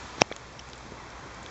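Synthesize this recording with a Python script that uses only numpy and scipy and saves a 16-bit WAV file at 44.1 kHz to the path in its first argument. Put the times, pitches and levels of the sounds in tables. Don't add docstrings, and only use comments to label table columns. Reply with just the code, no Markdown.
import sys
import numpy as np
from scipy import signal
from scipy.fft import rfft, irfft
from scipy.io import wavfile

SR = 44100
rng = np.random.default_rng(int(sys.argv[2]) if len(sys.argv) > 2 else 0)


def digitize_waveform(pressure):
    field = np.atleast_2d(pressure).T
    bounded = np.clip(field, -1, 1)
    quanta = np.round(bounded * 32767).astype(np.int16)
    wavfile.write(sys.argv[1], SR, quanta)


N = 66150
T = np.arange(N) / SR

# pitch in Hz, level in dB, swell and fade time in ms.
KNOCK_MODES = [(191, -18, 1.14), (414, -12.5, 0.69), (667, -2, 0.53), (2025, -18, 0.31), (2518, -3, 0.37),
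               (3085, -18, 0.9), (5490, -3.5, 0.3)]
KNOCK_S, THUMP_BELOW_HZ, THUMP_LAG_MS = .21805, 1000, 0.33
KNOCK_LOW_CUT_HZ = 123
# time in seconds, level in dB.
SWELL_LEVEL = [(.165, -63), (.184, -45.5), (.2, -46.5), (.21, -33.5), (.2135, -24), (.2175, -28),
               (.223, -47.5), (.23, -72)]
# frequency in Hz, gain in dB.
GRIT_COLOUR = [(100, -0.5), (600, 1.5), (1500, 0), (3200, -1), (4500, -3.5), (6200, -2.5), (8000, -27)]
GRAINS_PER_S = 10000
# start in seconds, lower pitch in Hz, its level in dB,
# upper pitch in Hz, its level in dB, swell and fade time in ms.
TAPS = [(0.1829, 420, -29.5, 1400, -33.5, 0.57), (.303, 1900, -46, 2300, -36, 2.0),
        (.3147, 524, -15, 1170, -25.5, 0.62), (0.3164, 1760, -36.5, 2270, -33, 2.05),
        (0.3238, 2210, -21, 3340, -21, 0.48), (.3323, 700, -33.5, 5650, -39, .35),
        (0.3642, 3900, -22, 6600, -21, 0.15), (0.593, 2960, -29.5, 5400, -29.5, .7),
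        (0.5964, 3040, -30.5, 5860, -35, 0.6), (.6888, 3520, -40, 7100, -36.5, 0.33),
        (.6997, 3000, -44, 6450, -34.5, 0.21), (0.7331, 3650, -27.5, 4660, -27, 0.24),
        (0.7566, 3300, -49, 7200, -44.5, 1.1), (0.7796, 5500, -54, 7300, -35.5, 0.31),
        (.9205, 150, -29, 360, -31, 1.13), (1.104, 3540, -39, 5540, -37, 0.26),
        (1.346, 4500, -42, 7000, -36, 0.17), (1.43, 4000, -46, 7100, -37.5, 0.55),
        (1.462, 2970, -40, 3340, -28, 0.45)]
TAP_GRIT_DB, TAP_GRIT_MS = -9.5, 2.3

# time in seconds, level in dB.
WATER_LEVEL = [(0, -48.5), (.18, -50), (.26, -49), (.7, -49.5), (1.1, -51), (1.5, -50.5)]
# frequency in Hz, gain in dB.
WATER_COLOUR = [(300, -18), (1000, -7), (2200, 1), (3300, 1), (4500, -1.5), (6500, -2.5), (8000, -9)]
DROPS_PER_S, DROP_CYCLES, DROP_DB, DROP_SPREAD_DB = 900, 6, -7, 3.5

# time in seconds, level in dB.
WIND_LEVEL = [(0, -45.5), (.2, -45.5), (.45, -44.5), (.75, -45.5), (1.0, -43.5), (1.25, -45), (1.5, -43)]
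# frequency in Hz, gain in dB.
WIND_COLOUR = [(150, -14.5), (400, -7), (700, -2.5), (1050, 0.5), (1600, -5.5), (2300, -9), (3300, -26),
               (8000, -40)]
# time in seconds, level in dB.
RUMBLE_LEVEL = [(0, -50), (.17, -47.5), (.4, -45.5), (.7, -46.5), (.95, -45.5), (1.2, -49.5), (1.5, -47)]
# frequency in Hz, gain in dB.
RUMBLE_COLOUR = [(25, -15), (50, -0.5), (115, 1), (180, -1.5), (350, -4), (550, -7), (1200, -34.5),
                 (4000, -49)]

# multiple of the hum's pitch, relative level in dB.
HUM_HARMONICS = [(1, -0.5), (2, -5)]
# time in seconds, level in dB.
HUM_LEVEL = [(0, -58), (.3, -57), (.5, -52), (1.1, -50.5), (1.5, -54.5)]
HUM_HZ, HUM_WANDER, HUM_SWING_DB = 61.5, .04, 3

GAIN_KNEE_DB, GAIN_SLOPE, GAIN_RECOVERY_DB_PER_S, GAIN_ATTACK_S = -21, 0.22, 3.0, 0.0093
NOTCH_HZ, NOTCH_Q, OVERLOAD_TOP, CUTOFF_HZ = 2900, 17, .8, 7650


def knock():
    lag_s = THUMP_LAG_MS / 1000
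    return sum(ring(KNOCK_S + lag_s * (hz < THUMP_BELOW_HZ), hz, db, ms) for hz, db, ms in KNOCK_MODES)


def swell():
    gate = T < SWELL_LEVEL[-1][0]
    return level(SWELL_LEVEL) * gate * coloured(grains(GRAINS_PER_S, spread_db=2), GRIT_COLOUR)


def taps():
    rings = rub = 0
    for start, low_hz, low_db, high_hz, high_db, ms in TAPS:
        rings += ring(start, low_hz, low_db, ms) + ring(start, high_hz, high_db, ms)
        fade = (T > start) * np.exp(-np.abs(T - start) * 1000 / TAP_GRIT_MS)
        rub += from_db(high_db + TAP_GRIT_DB) * fade
    grit = coloured(grains(GRAINS_PER_S, spread_db=2), GRIT_COLOUR)
    return rings + rub * grit


def water():
    clicks = grains(DROPS_PER_S, DROP_SPREAD_DB)
    pitches_hz = np.geomspace(900, 7500, 16)
    pitch_index = rng.integers(0, len(pitches_hz), N)
    drops = 0
    for k, hz in enumerate(pitches_hz):
        decay = from_db(-60 * hz / (DROP_CYCLES * SR))
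        angle = 2 * np.pi * hz / SR
        hits = clicks * (pitch_index == k) + 1e-18
        drops += signal.lfilter([0, np.sin(angle)], [1, -2 * decay * np.cos(angle), decay ** 2], hits)
    hiss = coloured(rng.standard_normal(N), WATER_COLOUR)
    return level(WATER_LEVEL) * (hiss + from_db(DROP_DB) * rms_one(drops))


def wind():
    rush = coloured(rng.standard_normal(N), WIND_COLOUR) * from_db(0.73 * drift(12))
    rumble = coloured(rng.standard_normal(N), RUMBLE_COLOUR) * from_db(1.4 * drift(11))
    return level(WIND_LEVEL) * rush + level(RUMBLE_LEVEL) * rumble


def motor():
    pitch_hz = HUM_HZ * (1 + HUM_WANDER * drift(9.5))
    phase = 2 * np.pi * np.cumsum(pitch_hz) / SR
    hum = sum(from_db(db + HUM_SWING_DB * drift(9)) * np.sin(k * phase) for k, db in HUM_HARMONICS)
    return level(HUM_LEVEL) * np.sqrt(2) * hum


def ring(start, hz, db, ms):
    t = np.maximum(T - start, 0)
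    age = t * 1000 / ms
    return from_db(db) * age * np.exp(1 - age) * np.sin(2 * np.pi * hz * t)


def grains(per_s, spread_db):
    sizes = from_db(spread_db * np.minimum(rng.exponential(1, N), 4))
    return sizes * rng.choice([-1, 1], N) * (rng.random(N) < per_s / SR)


def coloured(x, colour):
    hz, db = np.transpose(colour)
    bins_hz = np.maximum(np.fft.rfftfreq(N, 1 / SR), 1)
    gain = from_db(np.interp(np.log(bins_hz), np.log(hz), db)) * (bins_hz < CUTOFF_HZ + 1000)
    return rms_one(irfft(rfft(x) * gain, N))


def drift(rate_hz):
    hop, warm_up = 40, 2000
    pole = np.exp(-2 * np.pi * rate_hz * hop / SR)
    noise = rng.standard_normal(N // hop + warm_up + 2)
    slow = signal.lfilter([1], [1, -2 * pole, pole ** 2], noise)[warm_up:]
    return np.interp(np.arange(N) / hop, np.arange(len(slow)), rms_one(slow))


def level(rows):
    return from_db(np.interp(T, *np.transpose(rows)))


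def from_db(db):
    return 10 ** (np.asarray(db) / 20)


def rms_one(x):
    return x / np.sqrt(np.mean(x ** 2) + 1e-20)


def scene():
    low_cut = signal.butter(2, KNOCK_LOW_CUT_HZ, "high", fs=SR, output="sos")
    foreground = signal.sosfilt(low_cut, swell() - knock() + taps())
    return (foreground + wind() + water() + motor())[None]


def record(dry):
    peak_db = 20 * np.log10(np.abs(dry[0]) + 1e-9)
    duck_db = GAIN_SLOPE * np.maximum(peak_db - GAIN_KNEE_DB, 0)
    recovery_db = GAIN_RECOVERY_DB_PER_S * T
    held_db = np.maximum.accumulate(duck_db + recovery_db) - recovery_db
    attack = np.exp(-1 / (GAIN_ATTACK_S * SR))
    ducked = dry * from_db(-signal.lfilter([1 - attack], [1, -attack], held_db))
    notched = signal.lfilter(*signal.iirnotch(NOTCH_HZ, NOTCH_Q, fs=SR), ducked)
    clipped = np.clip(notched, -OVERLOAD_TOP, OVERLOAD_TOP)
    top_cut = signal.ellip(8, .05, 50, CUTOFF_HZ, fs=SR, output="sos")
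    return signal.sosfiltfilt(top_cut, clipped)


dry = scene()
out = record(dry)
digitize_waveform(out)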